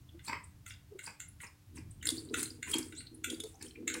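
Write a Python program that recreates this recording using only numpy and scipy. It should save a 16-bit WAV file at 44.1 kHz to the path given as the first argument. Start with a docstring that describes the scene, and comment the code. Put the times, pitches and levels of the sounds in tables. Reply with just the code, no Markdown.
"""A hand pump sends fuel through a hose into a plastic bottle, beside a stopped engine in a workshop. The pump
clicks and clunks at each stroke, and now and then the bottle's body knocks. At first drops fall among faint
fizzes and small pops; after two seconds the hose spits loudly and the stream drums on the thin bottle. A low
rumble fills the room. All sit in the centre of the stereo image: the bottle close and dry, the pump with the
most room on it."""
import sys
import numpy as np
from scipy import signal
from scipy.fft import rfft, irfft, next_fast_len
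from scipy.io import wavfile
from scipy.ndimage import uniform_filter1d

SR = 44100
rng = np.random.default_rng(int(sys.argv[2]) if len(sys.argv) > 2 else 0)


def pcm_store(signal):
    """Save signal as 16-bit PCM."""
    levels = np.round(np.clip(np.atleast_2d(signal), -1, 1) * 32767)
    wavfile.write(sys.argv[1], SR, levels.astype(np.int16).T)


N = 176400
TIME, AGE = np.arange(N) / SR, np.arange(SR // 2) / SR  # seconds into the scene, into one short sound
PEAK_S = .12  # age at which a short sound's envelope peaks
SPIT_RISE_S, DROPLET_FALL_S = .0008, .0011
BUBBLE_WOBBLE, GLIDE_PER_S = .059, 2  # as fractions of a bubble's pitch


def amp(db):
    """Decibels to gain."""
    return 10 ** (np.asarray(db) / 20)


def unit(x):
    """Scale to rms 1."""
    return x / np.sqrt(np.mean(x ** 2) + 1e-20)


def level(x, size):
    """Running rms over size samples."""
    return np.sqrt(np.abs(uniform_filter1d(x ** 2, size)) + 1e-20)


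def along(points, hz):
    """Interpolate (Hz, value) points on a log frequency axis."""
    f, v = np.transpose(points)
    return np.interp(np.log(hz + 1), np.log(f + 1), v)


def curves(rows):
    """One value per sample for each column after the time."""
    s, *columns = np.transpose(rows)
    return [np.interp(TIME, s, column) for column in columns]


def coloured(x, points):
    """Minimum-phase filter with the gain of (Hz, dB) points."""
    m = 2 * next_fast_len(len(x))
    cepstrum = irfft(np.log(amp(along(points, np.fft.rfftfreq(m, 1 / SR)))))
    cepstrum[1:m // 2] *= 2
    cepstrum[m // 2 + 1:] = 0
    return irfft(rfft(x, m) * np.exp(rfft(cepstrum)))[:len(x)]


def add(track, s, db, sound):
    """Mix in a sound that peaks at time s, with its loudest 3 ms at db."""
    start = round((s - PEAK_S) * SR)
    sound = (amp(db) * sound / level(sound, size=132).max())[max(-start, 0):]
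    part = track[max(start, 0):][:len(sound)]
    part += sound[:len(part)]


def envelope(rise_s, fall_s):
    """Exponential swell up to the peak, then exponential decay."""
    return np.exp(np.minimum((AGE - PEAK_S) / rise_s, (PEAK_S - AGE) / fall_s))


def wavering(hz, wobble, length):
    """Phase of a tone whose pitch trembles."""
    tremble = unit(uniform_filter1d(rng.standard_normal(length), size=30))
    return 2 * np.pi * np.cumsum(hz * (1 + wobble * tremble)) / SR


def room_tone(hum_hz=294, hum_db=-72.5, hiss_db=-70.5):
    """The workshop's background: a swelling low rumble, a faint hum and an even hiss."""
    swells = [(0, -56.5), (.73, -56), (1.15, -66), (1.3, -56.5), (1.62, -64), (1.78, -49), (2.1, -54.5),
              (4, -61)]  # course of the rumble: time_s, level_db
    rumble_spectrum = [(20, -20.5), (88, 3.5), (120, -1), (220, -15.5), (320, -23), (800, -57)]  # frequency_hz, gain_db
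    hiss_spectrum = [(600, -6.5), (4500, -12), (14000, -15)]  # frequency_hz, gain_db
    db, = curves(swells)
    rumble = coloured(rng.standard_normal(N), rumble_spectrum)
    hum = amp(hum_db) * np.sin(2 * np.pi * hum_hz * TIME)
    hiss = amp(hiss_db) * unit(coloured(rng.standard_normal(N), hiss_spectrum))
    return amp(db) * rumble / level(rumble, size=9000) + hum + hiss


def in_room(x, wet_db, size=8820):
    """Direct sound reaches the microphone centred, with ever-changing echoes, wide only in the treble."""
    reverb_times = [(1500, 0.29), (6000, 0.26), (15000, 0.21)]  # decay of the workshop: frequency_hz, t60_s
    width = [(3000, -60), (4200, -18), (13000, -8)]  # stereo spread of the echoes: frequency_hz, side_db
    wet = np.zeros((2, N + SR))
    for start in range(0, N, size):  # each block gets new tails
        hz, t, noise = signal.stft(rng.standard_normal((2, len(AGE))), SR, nperseg=256)
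        decay = amp(-60 * t / along(reverb_times, hz)[:, None])
        tails = signal.istft(noise * decay, SR, nperseg=256)[1][:, :len(AGE)]
        tails *= np.minimum(AGE / .001, 1)
        echo = signal.fftconvolve(x[None, start:start + size], tails / np.linalg.norm(tails[0]), axes=1)
        wet[:, start:start + echo.shape[1]] += amp(wet_db) * echo
    mid, side = wet[0, :N], coloured(wet[1, :N], width)
    return np.array([x + mid + side, x + mid - side])


def gurgle(count=700, size=2600, range_hz=(210, 490), fall_s=.007):
    """A crowd of large bubbles, each with its own rising pitch, at an even level."""
    jitter, pitch, gain = np.hsplit(rng.random((count, 3)), 3)
    hz, t = np.interp(pitch, [0, 1], range_hz), AGE[:size]
    tones = gain * t * np.exp(-t / fall_s) * np.sin(2 * np.pi * hz * t * (1 + GLIDE_PER_S * t / 2))
    at = ((np.arange(count)[:, None] + jitter) * N / count).astype(int) + np.arange(size)
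    crowd = np.bincount(at.ravel(), tones.ravel(), N)[:N]
    return crowd / level(crowd, size)


def drumming(drops_per_s=160, rise_s=.03):
    """Each gush patters on the bottle, ringing its low modes, and churns the fuel inside."""
    modes = [(247, 16, 0), (320, 14, 5.5), (400, 15, -8), (448, 20, -14)]  # bottle resonances: pitch_hz, width_hz, gain_db
    gushes = [(1.778, -49.5, 0.044, -19), (2.106, -40.5, 0.11, -15), (2.333, -41, 0.12, -8),
              (2.766, -36, 0.053, -16), (2.919, -51, 0.074, -13), (3.146, -52, 0.12, -14),
              (3.32, -40.5, 0.065, -10), (3.652, -50.5, 0.05, -5), (3.809, -45.5, 0.26, -3.5),
              (3.987, -41, 0.14, 1)]  # surges of fuel: peak_s, level_db, decay_s, gurgle_over_drumming_db
    drops = (rng.random(N) < drops_per_s / SR) * rng.exponential(size=N)
    f = np.fft.rfftfreq(N, 1 / SR)
    body = sum((-1) ** k * amp(db) * 1j * f * width / (hz * hz - f * f + 1j * f * width)
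               for k, (hz, width, db) in enumerate(modes))
    ring = irfft(rfft(drops) * body, N)
    s, db, fall_s, gurgle_db = np.transpose(gushes)[:, :, None]
    flow = amp(db) * np.exp(np.minimum((TIME - s) / rise_s, (s - TIME) / fall_s))
    flow /= np.hypot(1, amp(gurgle_db))  # patter and churn share the power
    patter = np.linalg.norm(flow, axis=0) * ring / level(ring, size=2600)
    churn = np.linalg.norm(flow * amp(gurgle_db), axis=0) * gurgle()
    return patter + churn


def bubble(hz, rise_s, fall_s, wobble=BUBBLE_WOBBLE):
    """A short trembling tone that rises as the bubble nears the surface."""
    gliding_hz = hz * (1 + GLIDE_PER_S * (AGE - PEAK_S))
    return envelope(rise_s, fall_s) * np.sin(wavering(gliding_hz, wobble, len(AGE)))


def plops():
    """Heavy drops fall in the bottle, each trapping one large bubble."""
    drops = [(0.15, 317.7, -50), (0.925, 418.6, -48.5), (0.956, 366, -48.5), (2.313, 390, -45.5),
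             (2.701, 407, -49.5), (3.444, 430, -44), (3.55, 770, -59.5)]  # peak_s, pitch_hz, level_db
    out = np.zeros(N)
    for s, hz, db in drops:
        add(out, s, db, bubble(hz, rise_s=.0068, fall_s=.014, wobble=.16))
    return out


def pops():
    """Small bubbles pop and ring."""
    bubbles = [(0.093, 3420, -59), (0.443, 8450, -51.5), (1.288, 9700, -50.5), (1.913, 8650, -53),
               (2.016, 3020, -56.5), (2.183, 4640, -41), (2.7382, 3203, -28), (3.071, 4150, -47.5),
               (3.149, 9850, -52), (3.302, 3346, -38), (3.405, 3485, -39.5), (3.759, 2435, -50.5)]  # peak_s, pitch_hz, level_db
    out = np.zeros(N)
    for s, hz, db in bubbles:
        add(out, s, db, bubble(hz, rise_s=.0028, fall_s=.0045))
    return out


def squeak(octave_db=3):
    """Air squeaks through the wet hose end: a rough rising whistle with its octave."""
    whistle = [(2.95, 3324, -67.5), (2.985, 4050, -46), (3.02, 4500, -58)]  # time_s, pitch_hz, level_db
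    hz, db = curves(whistle)
    phase = wavering(hz, wobble=.0575, length=N)
    sounding = (TIME > whistle[0][0]) & (TIME < whistle[-1][0])
    return amp(db) * (np.sin(phase) + amp(octave_db) * np.sin(2 * phase)) * sounding


def spatter(rise_s, fall_s, colour, per_s, ping_s=DROPLET_FALL_S, count=1800, size=300):
    """A cloud of tiny droplets, each a short ping of its own pitch and size."""
    jitter, pitch, _ = rng.random((count, 3)).T
    spread_db = 1.5 * np.minimum(rng.standard_normal(count), 2)
    onset = np.maximum(PEAK_S - 4 * rise_s, 0) + (np.arange(count) + jitter) / per_s
    gain = np.interp(onset, AGE, envelope(rise_s, fall_s), right=0) * amp(spread_db)
    heard = gain > gain.max() / 300
    hz, t = np.interp(pitch[heard, None], [0, 1], [900, 16000]), AGE[:size]
    ping_shape = t * np.exp(-t / ping_s) * (1 - t / t[-1])
    pings = gain[heard, None] * np.sin(2 * np.pi * hz * t) * ping_shape
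    at = (onset[heard, None] * SR).astype(int) + np.arange(size)
    return coloured(np.bincount(at.ravel(), pings.ravel(), len(AGE))[:len(AGE)], colour)


def spray(strays=5, stray_hz=(3000, 10000), stray_fade_db=8):
    """Each spurt fizzes as a fine mist with crisp fat drops in it; stray droplets follow."""
    spurts = [(0.251, -49, 0.021), (0.682, -52, 0.02), (1.04, -47, 0.023), (1.417, -50, 0.022),
              (1.76, -54, 0.016), (2.155, -48.5, 0.053), (2.384, -38, 0.051), (2.699, -39, 0.049),
              (2.83, -53, 0.069), (3.322, -50.5, 0.046), (3.468, -57.5, 0.047), (3.65, -52.5, 0.035),
              (3.968, -50, 0.063)]  # peak_s, level_db, decay_s
    spectrum = [(700, -11), (1500, -5.5), (4500, -9), (5700, -11), (7500, 1), (9600, 3.5), (11500, -15),
                (16000, -10)]  # colour of the fizz: frequency_hz, gain_db
    out = np.zeros(N)
    for s, db, fall_s in spurts:
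        rise_s = .37 * fall_s
        mist = spatter(rise_s, fall_s, spectrum, per_s=5000)
        fat_drops = spatter(rise_s, fall_s, spectrum, per_s=170, ping_s=.00015)
        add(out, s, db, unit(mist) + .5 * unit(fat_drops))
        for late, pitch in rng.random((strays, 2)):
            ping = bubble(np.interp(pitch, [0, 1], stray_hz), SPIT_RISE_S, 2 * DROPLET_FALL_S)
            add(out, s + 3 * late * fall_s, db - stray_fade_db * late, ping)
    return out


def spits():
    """Air and fuel spit from the hose end in sharp, dense bursts of droplets."""
    bursts = [(1.065, -46, 0.0023), (2.07, -28, 0.0035), (2.0895, -24, 0.0012), (2.103, -33, 0.0029),
              (2.394, -40, 0.0053), (2.429, -30.5, 0.0024), (2.715, -33.5, 0.0015), (2.74, -29.5, 0.0022),
              (2.783, -32, 0.004), (3.3, -38.5, 0.0052), (3.402, -38.5, 0.0016), (3.437, -42, 0.0023),
              (3.625, -41.5, 0.0028), (3.94, -36, 0.0028)]  # peak_s, level_db, decay_s
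    spectrum = [(1300, -14.5), (2500, -11), (3900, 0.5), (5900, -6), (7400, 1.5), (9800, 2), (11500, -8.5),
                (16000, -22)]  # colour of a spit: frequency_hz, gain_db
    out = np.zeros(N)
    for s, db, fall_s in bursts:
        add(out, s, db, spatter(SPIT_RISE_S, fall_s, spectrum, per_s=8000))
    return out


def rattle(rise_s, fall_s, resonances, detune):
    """A short rattle of contact through a group of resonances."""
    contact = rng.standard_normal(len(AGE)) * envelope(rise_s, fall_s)
    return unit(coloured(contact, np.multiply(resonances, [detune, 1])))


def contacts(hits, lower, upper, rise_s, fall_s):
    """Each contact rings a lower and an upper group of damped resonances, never quite alike."""
    out = np.zeros(N)
    for s, db, upper_db in hits:
        detune = 1 + rng.uniform(-.035, .035)
        body = rattle(rise_s, fall_s, lower, detune)
        treble = rattle(rise_s, fall_s, upper, detune)
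        add(out, s, db, body + amp(upper_db) * treble)
    return out


def pump():
    """The hand pump's strokes: sharp clicks, and duller clunks from its lever; a few clunks late on are knocks
    of the bottle's body."""
    clicks = [(.195, -56.5, -29), (.665, -46.5, -1.5), (.708, -46.5, -34), (.993, -43.5, -5),
              (1.203, -40, 4), (1.405, -47, -19), (2.03, -43, -3.5), (2.056, -32.5, 8), (2.3435, -30.5, -6),
              (2.63, -35.5, -3), (2.926, -49, -11), (3.007, -50.5, -16), (3.245, -31.5, -1.5),
              (3.8795, -28, 2), (3.901, -40, -15)]  # peak_s, level_db, upper_group_db
    clunks = [(.283, -38.5, 0.5), (.298, -35, -22), (.332, -33.5, -15.5), (1.078, -43, -5.5),
              (1.437, -46.5, -18), (1.449, -51, -31), (1.778, -51.5, -35), (2.68, -46.5, -27),
              (2.745, -38.5, -35), (2.795, -49, -4), (3.616, -51, 0), (3.953, -40, -31)]  # peak_s, level_db, upper_group_db
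    # spectra of the lower and upper resonance groups: frequency_hz, gain_db
    click_lower = [(1080, -30), (1450, 1), (1700, -6), (2100, 6), (2450, -10), (2700, 0), (3050, -11),
                   (3500, -4), (5500, -30)]
    click_upper = [(5200, -44), (6300, -14), (7150, -5), (8000, -16.5), (9100, -16), (11500, -42.5),
                   (14400, -21.5), (16000, -49)]
    clunk_lower = [(40, -46), (150, 6.5), (680, -12.5), (930, 6.5), (1250, -5.5), (1550, 0), (2500, 2.5),
                   (3200, -15), (6000, -66)]
    clunk_upper = [(3200, -20), (5000, 0.5), (6800, -28), (7900, 0.5), (9200, -30), (16000, -21)]
    return (contacts(clicks, click_lower, click_upper, rise_s=.0019, fall_s=.0011)
            + contacts(clunks, clunk_lower, clunk_upper, rise_s=.0052, fall_s=.0023))


def scene():
    """Pump and hose in the workshop's echoes, the bottle's drumming dry, room tone beneath."""
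    strokes = in_room(pump(), wet_db=0)
    fuel = in_room(spits() + spray() + pops() + squeak() + plops(), wet_db=-7)
    return strokes + fuel + drumming() + room_tone()


def record(dry):
    """The recorder keeps nothing above its band limit."""
    top_hz = 16100
    m = next_fast_len(N + SR // 2)
    return irfft(rfft(dry, m) * (np.fft.rfftfreq(m, 1 / SR) < top_hz), m)[:, :N]


dry = scene()
out = record(dry)
pcm_store(out)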